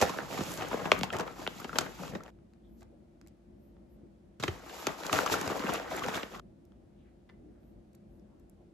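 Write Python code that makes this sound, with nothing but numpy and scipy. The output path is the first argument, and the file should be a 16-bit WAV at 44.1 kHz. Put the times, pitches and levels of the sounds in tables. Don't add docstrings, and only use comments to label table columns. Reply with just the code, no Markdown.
import sys
import numpy as np
from scipy import signal
from scipy.fft import rfft, irfft
from scipy.io import wavfile
from scipy.ndimage import uniform_filter1d

SR = 44100
rng = np.random.default_rng(int(sys.argv[2]) if len(sys.argv) > 2 else 0)


def pcm_store(signal):
    levels = np.round(np.clip(np.atleast_2d(signal), -1, 1) * 32767)
    wavfile.write(sys.argv[1], SR, levels.astype(np.int16).T)


N = 384993
TIME, HZ = np.arange(N) / SR, np.fft.rfftfreq(N, 1 / SR)

# (start [s], end [s])
HANDLED_SPANS = [(0, 2.305), (4.398, 6.402)]
# (time [s], level [dB], boom of the wall [dB], upper-mid bite [dB],
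# brightness [dB], ring [Hz], ring height [dB], crackle decay [s])
LARGE_CREASES = [(0.0132, -21.5, 15, 1, 5.5, 549, 16, 0.011), (0.0229, -20, -2, -3, -7, 734, 9, 0.0062),
                 (.094, -33, 14, -1, 0.5, 1060, 11, 0.005), (.1865, -32.5, 6, -1, -13, 1540, 7.5, 0.00085),
                 (0.3357, -42, 10, -6, -3, 780, 12, 0.0028), (0.3865, -32, 26, 3, -1, 1270, 3, 0.0024),
                 (.4065, -30, 18.5, -4, -6, 696, 14, 0.0039), (0.436, -44, 2, -3, 4, 6500, 6, .0011),
                 (.518, -47.5, 12, 0, 15.5, 7000, 1, .001), (.539, -43, 24.5, -4, 8, 550, 6.5, .001),
                 (0.5753, -44.5, 4.5, 0, 11, 504, 7, 0.0008), (.609, -39, .5, 1.5, -13.5, 1598, 8, 0.0062),
                 (.62, -37, 4.5, 3, -11.5, 899, 4.5, 0.0068),
                 (0.6472, -40.5, 0.5, -3, -16, 675, 11, 0.0018),
                 (.685, -50.5, 6, -2.5, 11, 600, 10, 0.00057), (.7114, -36, 1, -2, -14.5, 920, 7, 0.01),
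                 (.729, -33, 10.5, -3, -22, 602, 14, 0.0057), (.741, -29, 12.5, -8, -24, 474, 8.5, .0013),
                 (0.7975, -41.5, 8, -3, -6.5, 520, 7, 0.0042), (.818, -39, 18, -3.5, -10, 1300, 7.5, .002),
                 (0.8544, -32, -2, -2, -18, 960, 8, 0.0038), (0.9172, -16, -14, 3, -4.5, 1323, 5.5, 0.0015),
                 (.9265, -32.5, 4.5, 2, -2.5, 706, 6, 0.0021),
                 (.991, -45.5, 0, 3.5, 11.5, 1300, 6, 0.00086), (1.011, -32, 25, 7, 0, 527, 11, .00036),
                 (1.0331, -29, 6, 10.5, 2, 780, 12.5, 0.00061), (1.103, -39, 9, 14, -3, 1290, 14, .0024),
                 (1.128, -40, -4, 13, 7, 646, 20, 0.0012), (1.1336, -38, 5, 0, -1, 1894, 18, 0.0055),
                 (1.149, -40, 19, -5, -8, 1000, 10, 0.0013), (1.166, -41, 0, 6, 5, 2680, 7, 0.0032),
                 (1.1866, -45.5, 4, 7, 15, 730, 7, .001), (1.1983, -34.5, 11, -11, -4, 533, -6, 0.0014),
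                 (1.208, -39.5, 12, 6, 4, 1420, 5, .0015), (1.277, -43, 0, -1, -10, 850, 13, 0.002),
                 (1.465, -35.5, 3.5, 8, -10.5, 1518, 8.5, 0.0033),
                 (1.4752, -31, -2, 10.5, -4, 830, 4, 0.00068), (1.599, -44, 5, -2, 2.5, 1143, 8.5, 0.0055),
                 (1.615, -46, 4, -5, -8.5, 1400, 10.5, 0.0038),
                 (1.644, -36.5, 9.5, 0, -5.5, 1150, 6, 0.0064),
                 (1.693, -40, 5.5, -2, -5, 1430, 18.5, 0.0021),
                 (1.7296, -38.5, 12.5, -6, -6.5, 1350, 15.5, 0.0046),
                 (1.7568, -35, 8, 4, -5, 602, 5.5, 0.0055), (1.7855, -22.5, 6.5, 8.5, 7, 1450, 7, 0.0029),
                 (1.8086, -34.5, 14.5, -2, 3, 526, 8.5, 0.0067), (1.992, -42, 26, -5, -10, 430, 7, .005),
                 (2.0332, -43, 2, -1, -6, 1150, 12, 0.0029), (2.079, -47.5, -9, 15, 6, 1140, 18, 0.00053),
                 (2.1506, -33.5, 11, -5.5, -9, 590, 13, 0.0067),
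                 (2.205, -47.5, 10, -9, -10.5, 1300, 12.5, .002), (2.2358, -53.5, 20, 4, 10, 502, 9, .001),
                 (2.2615, -53, -7, 4, -7, 630, 12, 0.0022), (2.279, -54.5, 0, -8, -9, 1200, 0, 0.0027),
                 (4.3983, -42, 10, 1.5, 3, 498, -5, .011), (4.4263, -34.5, 14, -7, 0, 3700, 15, 0.013),
                 (4.436, -27.5, 7, 5, -2, 2010, 5, 0.0043), (4.4787, -29, 5, 4, -5, 370, 8.5, 0.0052),
                 (4.636, -54, 17, 1, -13, 900, 11, 0.0021), (4.695, -47.5, -4, 4, -6, 950, 7, 0.0058),
                 (4.743, -50.5, -16, 1, -11, 820, 3, .002),
                 (4.8687, -27, 16.5, 5.5, 3.5, 1330, 6.5, 0.0032),
                 (5.0347, -40, -13.5, 0.5, -4.5, 732, 10, 0.0013),
                 (5.055, -48, 12.5, 2, -4, 480, 3.5, 0.0023),
                 (5.0651, -39.5, 0.5, 9, 9.5, 700, 8.5, 0.0019),
                 (5.095, -33, -10, -5, -11.5, 1230, 10, 0.0036),
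                 (5.1287, -26, -5, 14, 8.5, 1230, 14, .0021), (5.1631, -38, 4.5, 5.5, -21, 520, 1, 0.0025),
                 (5.1883, -24, -20, -8, -4.5, 1426, 7, 0.00054),
                 (5.261, -28.5, -36, -1.5, 1, 1180, 14.5, 0.0055),
                 (5.2756, -36, -21, 4, -14, 1280, 17, 0.0013), (5.2986, -34, -10, 1, -6, 905, 10, .0008),
                 (5.339, -30, -6, 0, 0, 1400, 9, 0.0037), (5.413, -34, 12, -3, 4, 840, -1, 0.0012),
                 (5.476, -33, 4, -6, -0.5, 705, 4, 0.0026), (5.5004, -32.5, 6, -11, -7, 851, 3.5, 0.0012),
                 (5.515, -33, 10, -21, -9, 807, 1, .002), (5.594, -36, 15, -2, -4, 560, 7, 0.0037),
                 (5.637, -31.5, 17, -4, -16, 500, 0, 0.0068), (5.6647, -38, 6, -1, -13, 613, 7, .005),
                 (5.691, -29.5, 3, -12, -10, 1057, 9, 0.0056), (5.7202, -43, 11, 3, -14, 670, 4, 0.0021),
                 (5.7376, -40, 0, 3, 20, 650, 7, 0.00049), (5.755, -37, 2, 5, -15, 700, 1, 0.0027),
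                 (5.798, -37.5, -11, -9, -9, 503, 3, .00086), (5.9165, -42, -11, -5, -17, 744, 17, 0.0025),
                 (5.966, -45.5, 0, 0, 20, 7250, 7, .00082), (5.994, -42, 5, 9, 5, 600, 10, .001),
                 (6.019, -38, 0, 0, -18, 1170, 22, 0.003), (6.036, -38, -7, 10, -6, 1400, 12, 0.006),
                 (6.0621, -36, 19, -8, 2, 790, 9, 0.0028), (6.0841, -32, 0, -14, -7.5, 900, 5, 0.0022),
                 (6.167, -42, 7, -8, 4, 1400, 6, 0.0013), (6.231, -36, 11, 4.5, -8, 496, 7, 0.0028),
                 (6.396, -46.5, -1, 4, -2, 1195, 10, 0.00061)]
# (frequency [Hz], height [dB], log-frequency width [1])
POUCH_RESONANCES = [(1340, 2, 0.061), (2580, 3, 0.057), (3080, 2.5, 0.043), (3975, -3, 0.019),
                    (6500, 3, .05)]
# (frequency [Hz], relative density [dB/Hz])
CREASE_SPECTRUM = [(30, -37.5), (60, -20.5), (120, -11.5), (210, 2.5), (400, 6.5), (700, 3), (1300, 1),
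                   (2050, -3), (2700, -6), (4500, -8), (8000, -12.5), (10000, -24), (14000, -26),
                   (16000, -32.5)]
# (time [s], level [dB], end pitch [Hz], decay
# [s])
POUCH_THUMPS = [(0.021, -26.5, 71.5, .016), (.403, -32.5, 82.6, 0.015), (.75, -43, 95, .012),
                (0.939, -41, 85, .014), (1.021, -32, 101, .014), (1.15, -35, 80, 0.011),
                (1.81, -41, 89, 0.013), (2.124, -40, 96, 0.016), (4.4, -34, 97, 0.011),
                (4.433, -29, 103, .0081), (4.486, -23, 82, 0.013), (4.873, -30, 151, 0.0058),
                (5.135, -40, 81, .02), (5.315, -37, 84.4, 0.025), (5.47, -34.5, 80, .018),
                (6.06, -49, 110, 0.017)]
# (time [s], crumpling [dB], rubbing [dB], wall flapping [dB])
RUSTLE_LEVELS = [
    [(0.0, -52, -58, -52), (0.16, -61, -67, -59), (0.37, -42.5, -48.5, -52), (0.47, -44.5, -48, -50.5),
     (0.81, -45, -56.5, -50.5), (1.03, -47.5, -57.5, -47), (1.17, -54.5, -66, -55), (1.42, -55, -60.5, -59),
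     (1.55, -52.5, -57.5, -57), (1.82, -53.5, -61, -52.5), (1.93, -60.5, -60, -59.5),
     (2.02, -46.5, -55.5, -51.5), (2.14, -71, -69, -48.5), (2.22, -55, -73, -56), (2.29, -58, -72, -71)],
    [(4.41, -64, -62, -51), (4.454, -49, -54, -52), (4.61, -55, -64.5, -74), (4.78, -46.5, -51, -75),
     (4.95, -48, -54.5, -69), (5.148, -43, -50, -70.5), (5.292, -39, -47.5, -48.5),
     (5.584, -38, -49.5, -55), (5.76, -47.5, -67.5, -73), (6.086, -40, -51, -48.5),
     (6.234, -54, -57.5, -80), (6.39, -57, -68, -53)],
]
# (peak time [s], level before the crumple trim [dB], length [s],
# rubbing relative to level [dB], crackling relative to level [dB])
FINGER_SQUEEZES = [(0.031, -31.5, 0.15, -8, -12), (0.179, -38, 0.09, -13.5, -30),
                   (.351, -38.5, 0.12, -7.5, -27), (0.625, -36.5, 0.064, -31, -8.5),
                   (.727, -41, 0.089, -11.5, -8), (0.858, -35.5, 0.037, -15, -8),
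                   (.935, -42, 0.065, -11, -7), (.985, -44, 0.023, -8, -7),
                   (1.038, -31.5, 0.015, -10.5, -19), (1.147, -34, 0.053, -17, -15),
                   (1.201, -31, 0.037, -17, -11.5), (1.279, -38, 0.04, -19.5, -26),
                   (1.404, -43.5, 0.088, -9.5, -20), (1.798, -38.5, 0.12, -11, -15),
                   (1.863, -41.5, 0.019, -28, -9), (2.07, -48, 0.098, -4.5, -11.5),
                   (2.135, -43.5, 0.043, -26, -23), (4.881, -37.5, 0.044, -19.5, -3.5),
                   (5.061, -38.5, 0.037, -9, -14), (5.142, -30.5, 0.045, -6, -2),
                   (5.182, -35, 0.08, -4, -9), (5.328, -29.5, 0.038, -3, -19.5),
                   (5.505, -49, 0.026, -23, -22), (5.648, -43.5, 0.034, -7, -13),
                   (5.693, -36, 0.12, -12.5, -5), (5.75, -34.5, 0.08, -9.5, -6.5),
                   (5.926, -39, 0.069, -9, -5.5), (5.98, -41, .04, -8, -3),
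                   (6.038, -37.5, 0.027, -12, -8.5), (6.085, -41, 0.059, -18, -3),
                   (6.161, -37.5, 0.093, -9, -1.5), (6.353, -44.5, 0.098, -12.5, -8)]
# (frequency [Hz], relative density [dB/Hz])
CRUMPLE_SPECTRUM = [(90, -27), (170, -17), (300, 7), (550, 6.5), (800, 5.5), (1000, 2.5), (1350, 0),
                    (1700, -5), (2150, -8.5), (2600, -15.5), (3500, -20.5), (5500, -33), (9000, -36.5),
                    (16000, -51)]
# (frequency [Hz], relative density [dB/Hz])
CRACKLE_SPECTRUM = [(800, -6), (1400, 7), (2100, 1.5), (2600, -1.5), (3500, -3), (4500, -16.5), (8000, -18)]
# (frequency [Hz], relative density [dB/Hz])
RUB_SPECTRUM = [(1000, -11.5), (2500, 5), (4000, 2.5), (5700, 2), (7500, 2), (8700, -5.5), (9800, -7.5),
                (12000, -4.5), (14000, -7.5), (15600, -19.5), (16500, -32)]
# (frequency [Hz], relative density [dB/Hz])
FLAP_SPECTRUM = [(20, -39), (45, -10.5), (80, -4.5), (130, -1), (200, 5.5), (280, -2), (450, -25.5),
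                 (2000, -65)]
# (time [s], level [dB], 1/e half-length [s], centre [Hz], log-frequency width [1])
FINGER_SLIDES = [(.39, -63, 0.069, 5900, .35), (.53, -50.5, 0.052, 11100, .4),
                 (1.603, -57, .008, 12570, .25), (4.81, -61, 0.019, 12000, .25),
                 (5.06, -71, 0.018, 12000, .25), (6.165, -55, 0.029, 9000, .6)]
# (time [s], left minus right [dB])
POUCH_POSITION = [(0, -2), (.3, -1), (.52, -2.5), (.65, 4), (.95, 4), (1.3, 3.5), (2.3, 3.5), (4.4, 2.5),
                  (5.2, 5.5), (5.7, 2.5), (6.4, 2)]
# (frequency [Hz], left minus right [dB])
POUCH_TREBLE_BALANCE = [(2500, -2), (4500, -3.5), (7000, -0.5)]
# (frequency [Hz], coherence [1])
PORT_COHERENCE = [(50, .88), (400, .68), (1300, .72), (2500, .55), (5500, .45), (7500, .72), (8700, .96),
                  (9500, .97), (10600, .55), (11800, .96), (12800, .96), (13800, .6), (15200, .97)]
# (frequency [Hz], lead [rad])
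PORT_LEAD = [(50, 0), (1400, .5), (3000, 1.1), (4200, -.1), (5400, -.7), (6900, 0), (8200, 2.3),
             (9200, 3.14), (10800, 5.7), (12300, 6.28), (13300, 6.6), (14600, 9), (16000, 9.6)]
# (time [s], level [dB], brightness [dB], ring [Hz], crackle decay [s])
TOPPING_TICKS = [(2.388, -75, -12, 1393, 0.0021), (2.536, -72, 2, 2510, .0006),
                 (2.808, -66.5, 11, 2016, 0.0073), (2.8195, -58.5, -6, 696, 0.0059),
                 (2.829, -63.5, 4, 892, 0.0025), (3.2138, -63, 5, 2240, 0.0012),
                 (3.2643, -69, 4, 2210, .0006), (3.273, -63, 14, 3060, 0.0012),
                 (3.282, -69, 11, 3000, 0.0027), (3.7664, -71, -12.5, 895, 0.0019),
                 (6.6524, -74, 26.5, 3974, 0.00097), (6.7205, -69.5, -6, 3190, 0.00098),
                 (7.291, -71, -3, 3485, .002), (7.2975, -61, -6, 2100, 0.0023),
                 (7.304, -67, -12, 995, 0.0016), (7.632, -74, -10, 1205, 0.0021),
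                 (7.931, -76.5, 16, 4000, 0.0023), (7.946, -73.5, -3, 2400, 0.0021),
                 (7.9498, -67, 21, 3960, 0.0026), (8.1956, -79.5, 11, 5480, .002),
                 (8.397, -77, 20, 3970, 0.0043), (8.4971, -66, 29, 3990, 0.00057)]
# (time [s], level [dB])
PLATE_KNOCKS = [(7.2936, -57)]
# (frequency [Hz], level [dB], t60 [s])
PLATE_RINGS = [(1790, -4, 0.046), (2030, 0, 0.052), (2340, -7, 0.038), (2670, -9, .03), (3360, -13, .05),
               (3550, -8, 0.047), (4700, -15, .04)]
# (time [s], level [dB], 1/e half-length [s], centre [Hz], log-frequency width [1])
SOFT_STROKES = [(2.657, -82, 0.031, 3470, 0.15), (2.72, -61.5, 0.066, 228.7, 0.29),
                (2.75, -83, .07, 12400, 0.24), (2.803, -75.5, 0.027, 7000, 1),
                (2.825, -61, .0065, 750, 0.58), (2.933, -58.5, 0.013, 536, 0.63),
                (3.24, -62.5, 0.036, 250, 0.53), (3.655, -83, 0.055, 12450, .21),
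                (3.771, -77.5, 0.029, 750, .55), (3.93, -83, .035, 12440, 0.21),
                (3.97, -89, .13, 1600, 0.73), (4.03, -58.5, 0.048, 280, .55),
                (7.005, -80, 0.035, 3130, .35), (7.076, -76.5, .037, 1990, .68),
                (7.47, -57.5, 0.071, 272.3, 0.65), (7.57, -83, .08, 1500, 0.65),
                (7.67, -85.5, 0.059, 12500, 0.22), (8.15, -86.5, .05, 12020, .4),
                (8.331, -76.5, .098, 855, .76), (8.61, -68.5, 0.04, 603, .55)]
# (frequency [Hz], t60 [s])
KITCHEN_DECAY = [(100, 0.26), (500, 0.24), (2000, 0.29), (6000, 0.21), (15000, 0.047)]
# (frequency [Hz], relative density [dB/Hz])
ROOM_SPECTRUM = [(20, -34.5), (35, -16.5), (50, 6), (75, -1), (120, -5), (165, -3.5), (210, 1), (270, -7.5),
                 (340, -4.5), (430, -16.5), (600, -15), (1000, -31), (3000, -40.5), (11000, -50.5),
                 (12500, -56), (16000, -59)]
# (frequency [Hz], level [dB])
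APPLIANCE_TONES = [(205, -71), (346, -68.5)]

ONSET_S = .003
SMALL_PER_S, SMALL_DB, SMALL_SPREAD_DB, SMALL_BITE_DB = 10, -4.5, 2.5, 1
SMALL_BOOM_DB, SMALL_BRIGHT_DB, SMALL_BRIGHT_SPREAD_DB = 6.5, -4.5, 6.5
SMALL_RING_HZ, SMALL_DECAY_S = 1060, .0015
SQUEEZE_RISE, SQUEEZE_FALL = 0.4, 0.54
SQUEEZE_CRUMPLE_DB, SQUEEZE_FLAP_DB = -1.5, -13
ROOM_WAVER_DB, ROOM_WAVER_HZ = 1.3, 5
EDGE_HZ = 15650


def snaps(turns=1.55, crackle=.35, gain_db=0):
    out = np.zeros((2, N))
    for s, db, boom_db, bite_db, bright_db, ring_hz, ring_db, decay in LARGE_CREASES:
        sound = snap(db + gain_db, boom_db, bite_db, bright_db, ring_hz, decay, turns, crackle,
                     ring_db, shell=body)
        add(out, s - ONSET_S, sound)
    return out


def snap(db, boom_db, bite_db, bright_db, ring_hz, decay, turns, crackle, ring_db=7.5,
         shell=np.ones_like, size=4096):
    t, hz = np.arange(size) / SR, np.fft.rfftfreq(size, 1 / SR)
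    cracks = rfft(rng.standard_normal((2, size)) * np.exp(-t / max(decay, 1e-4)))
    share = crackle * (decay * (hz + 500)) ** 0.79
    click = [[1], [0]]
    strike = ports(unit(cracks) * share + click, hz) / np.sqrt(1 + share ** 2)
    tilt = [(160, boom_db), (600, 0.0032), (1500, 0), (2900, bite_db), (5500, bright_db),
            (12000, 1.8 * bright_db)]
    colour_db = read(CREASE_SPECTRUM, hz) + read(tilt, hz)
    gain = amp(colour_db) * ring(hz, ring_hz, ring_db) * shell(hz)
    sheet = causal(gain) * bending(hz, turns)
    sound = irfft(strike * sheet * bounces(hz, strength=0.14))
    sound = np.roll(sound, round(ONSET_S * SR), axis=1)
    faded = sound * signal.windows.tukey(size, .04)
    return amp(db) * unit(faded) * np.sqrt(SR / 100 / size)


def body(hz):
    return np.prod([ring(hz, *mode) for mode in POUCH_RESONANCES], axis=0)


def ring(hz, centre_hz, height_db, width=0.16):
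    return amp(height_db * np.exp(-(np.log((hz + 1) / centre_hz) / width) ** 2))


def bending(hz, turns):
    return np.exp(-2j * np.pi * turns * np.log(hz + 20))


def bounces(hz, strength, count=3):
    delay_s = rng.uniform(.0003, .0022, (count, 1))
    sign = rng.choice([-1, 1], (count, 1))
    echoes = (sign * np.exp(-2j * np.pi * hz * delay_s)).sum(0)
    return (1 + strength * echoes) / np.sqrt(1 + count * strength ** 2)


def small_snaps():
    crumpling, out = handling()[0], np.zeros((2, N))
    for start, end in HANDLED_SPANS:
        for s in np.arange(start, end, 1 / SMALL_PER_S):
            late, size, bright, facet = rng.uniform(-1, 1, 4)
            s = max(s + late / SMALL_PER_S / 2, 0)
            db = 20 * np.log10(crumpling[int(s * SR)]) + SMALL_DB + SMALL_SPREAD_DB * size
            bright_db = SMALL_BRIGHT_DB + SMALL_BRIGHT_SPREAD_DB * bright
            ring_hz = SMALL_RING_HZ * 2 ** facet
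            sound = snap(db, SMALL_BOOM_DB, SMALL_BITE_DB, bright_db, ring_hz, SMALL_DECAY_S,
                         turns=1.2, crackle=0.42, ring_db=10, shell=body)
            add(out, s, sound)
    return out


def thumps(glide=1.6, settle=0.0047, rise=0.0035):
    t, out = np.arange(SR // 6) / SR, np.zeros((2, N))
    for s, db, end_hz, decay in POUCH_THUMPS:
        turns = np.cumsum(end_hz * (1 + glide * np.exp(-t / settle))) / SR
        envelope = (1 - np.exp(-t / rise)) * np.exp(-t / decay)
        add(out, s, amp(db) * np.sin(2 * np.pi * turns) * envelope * panned(0))
    return out


def rustle(clump_db=1.28, catch_db=-3):
    crumpling, rubbing, flapping, crackling = handling()
    crumple = crumpling * grains(CRUMPLE_SPECTRUM, per_s=1900, spread_db=0.5, sharpness=7.47, turns=1.1,
                                 patchy_db=0.0)
    cracks = crackling * grains(CRACKLE_SPECTRUM, per_s=640, spread_db=0.5, sharpness=8.3, turns=1.3,
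                                patchy_db=0.5)
    hiss = ports(rfft(rng.standard_normal((2, N))), HZ)
    slide = unit(irfft(hiss * amp(read(RUB_SPECTRUM, HZ)), N))
    grit = grains(RUB_SPECTRUM, per_s=8800, spread_db=2, sharpness=1.4, turns=.4, patchy_db=2.5)
    rub = unit(slide + amp(catch_db) * grit) * rubbing
    flap = flapping * grains(FLAP_SPECTRUM, per_s=1800, spread_db=0.5, sharpness=1.5, turns=1.5)
    return amp(clump_db * drift(36)) * (crumple + cracks + flap + rub)


def handling(crumple_db=-1, rub_db=1, flap_db=0, crackle_db=-11):
    s, crumpling, rubbing, flapping = np.vstack(RUSTLE_LEVELS).T
    t = TIME[::32]
    levels = crumpling + crumple_db, rubbing + rub_db, flapping + flap_db, crumpling + crackle_db
    power = np.array([amp(np.interp(t, s, level)) ** 2 for level in levels])
    for peak, db, length, rubbing_db, crackling_db in FINGER_SQUEEZES:
        u = (t - peak) / length
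        swell = np.exp(-np.where(u < 0, (u / SQUEEZE_RISE) ** 2, u / SQUEEZE_FALL))
        shares_db = np.array([[SQUEEZE_CRUMPLE_DB], [rubbing_db], [SQUEEZE_FLAP_DB], [crackling_db]])
        power += (amp(db + shares_db) * swell) ** 2
    return [np.interp(TIME, t, np.sqrt(p)) for p in power]


def grains(spectrum, per_s, spread_db, sharpness, turns, patchy_db=0, count=48, size=2048):
    hz, total = np.fft.rfftfreq(size, 1 / SR) + 1, np.zeros((2, N + size))
    strain = rng.standard_normal((count, N // 128 + 1))
    strain = uniform_filter1d(strain, size=5, axis=0)
    strain = unit(uniform_filter1d(strain, size=6, axis=1))
    facets_hz = np.geomspace(spectrum[0][0], spectrum[-1][0], count)
    for facet_hz, load in zip(facets_hz, strain):
        facet = 1 / (1 + 1j * sharpness * (hz / facet_hz - facet_hz / hz))
        grain = irfft(facet * bending(hz, turns * rng.uniform(0.492, 1.5)))
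        for channel, start, chance, sign in rng.random((int(per_s / count * N / SR), 4)):
            size_db = abs(spread_db) * min(-np.log(chance + 1e-9), 3.5)
            size_db += patchy_db * load[int(start * len(load))]
            place = total[int(2 * channel), int(start * N):][:size]
            place += amp(size_db) * np.sign(sign - .5) * grain
    pair = ports(rfft(total[:, :N]), HZ)
    return unit(irfft(pair * amp(read(spectrum, HZ)), N))


def brushes(strokes, height_db=20):
    noise = ports(rfft(rng.standard_normal((2, N))), HZ) * amp(read(CREASE_SPECTRUM, HZ))
    out = np.zeros((2, N))
    for s, db, length, hz, width in strokes:
        band = ring(HZ, hz, height_db, width) - 1
        stroke = np.exp(-((TIME - s) / length) ** 2)
        out += amp(db) * unit(irfft(noise * band, N)) * stroke
    return out


def placed(x):
    spectrum, halves = rfft(x), np.array([[.5], [-.5]])
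    low = spectrum * np.clip(read([(1600, 0.87), (2500, 0.065)], HZ), 0, 1)
    high = (spectrum - low) * amp(read(POUCH_TREBLE_BALANCE, HZ) * halves)
    position_db = np.interp(TIME, *np.transpose(POUCH_POSITION))
    return irfft(low, N) * amp(position_db * halves) + irfft(high, N)


def ports(pair, hz):
    same = np.clip(read(PORT_COHERENCE, hz), 0, .995)
    mid = pair[0] * np.sqrt((1 + same) / 2)
    side = pair[1] * np.sqrt((1 - same) / 2)
    return np.array([mid + side, (mid - side) * np.exp(-1j * read(PORT_LEAD, hz))])


def toppings(boom_db=-12, bite_db=1, turns=0.299, crackle=0.65, ring_db=8):
    out = np.zeros((2, N))
    for s, db, bright_db, ring_hz, decay in TOPPING_TICKS:
        sound = snap(db, boom_db, bite_db, bright_db, ring_hz, decay, turns, crackle, ring_db=ring_db)
        add(out, s - ONSET_S, sound)
    return out


def knocks():
    t, out = np.arange(SR // 6) / SR, np.zeros((2, N))
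    plate = sum(amp(db - 60 * t / t60) * np.sin(2 * np.pi * hz * t) for hz, db, t60 in PLATE_RINGS)
    for s, db in PLATE_KNOCKS:
        add(out, s, amp(db) * plate * panned(0))
    return out


def kitchen(x, wet_db=-10, gap=0.0029):
    taps = rng.choice([-1., 1.], (2, SR // 2)) * (rng.random((2, SR // 2)) < 3000 / SR)
    taps[:, :int(gap * SR)] = 0
    hz, t, z = signal.stft(taps, SR, nperseg=256)
    colour_db = read([(1500, 3.5), (5000, -0.5), (12000, -12.5)], hz)[:, None]
    decay_db = -60 * t / read(KITCHEN_DECAY, hz)[:, None]
    tail = signal.istft(z * amp(colour_db + decay_db), SR, nperseg=256)[1]
    wet = signal.fftconvolve(x, tail / np.linalg.norm(tail[0]), axes=1)[:, :N]
    return x + amp(wet_db) * wet


def room_tone(db=-57.0, side_db=-10):
    mid, side = rfft(rng.standard_normal((2, N))) * amp(read(ROOM_SPECTRUM, HZ))
    side = side * amp(read([(60, side_db - 3.5), (200, side_db), (600, 1), (3000, -1.44)], HZ))
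    hum = np.zeros(N)
    for hz, level_db in APPLIANCE_TONES:
        turns = np.cumsum(hz + 5 * drift(16)) / SR
        hum += amp(level_db) * np.sqrt(2) * np.cos(2 * np.pi * turns)
    pair, low = np.array([mid + side, mid - side]), 1 / (1 + (HZ / 800) ** 4)
    rumble = irfft(pair * low, N) * amp(ROOM_WAVER_DB * drift(ROOM_WAVER_HZ))
    air = rumble + irfft(pair * (1 - low), N)
    return (amp(db) * unit(air) + hum) * panned(0.92)


def amp(db):
    return 10 ** (np.asarray(db) / 20)


def unit(x):
    return x / np.sqrt(np.mean(abs(x) ** 2) + 1e-30)


def read(points, hz):
    f, value = np.transpose(points)
    return np.interp(np.log(hz + 1), np.log(f + 1), value)


def add(mix, s, sound):
    part = mix[:, max(round(s * SR), 0):][:, :sound.shape[1]]
    part += sound[:, :part.shape[1]]


def panned(db):
    return amp(np.array([[db], [-db]]) / 2)


def drift(rate):
    return unit(irfft(rfft(rng.standard_normal(N)) * np.exp(-(HZ / rate) ** 2), N))


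def causal(gain):
    both_sides = np.r_[gain, gain[-2:0:-1]]
    return np.exp(np.conj(signal.hilbert(np.log(both_sides + 1e-6))))[:len(gain)]


def scene():
    handled = sum((TIME >= start) & (TIME <= end) for start, end in HANDLED_SPANS)
    struck = kitchen(snaps() + thumps(), wet_db=-18.0)
    rustled = kitchen(rustle() + small_snaps() + brushes(FINGER_SLIDES), wet_db=-11.0)
    pouch = placed(struck + rustled) * uniform_filter1d(handled * 1., size=160)
    plate = kitchen(toppings() + knocks() + brushes(SOFT_STROKES), wet_db=-13)
    return pouch + plate + room_tone()


def record(dry):
    lowpass = signal.firwin(511, EDGE_HZ, window=("kaiser", 9), fs=SR)
    return signal.oaconvolve(dry, lowpass[None], "same")


dry = scene()
out = record(dry)
pcm_store(out)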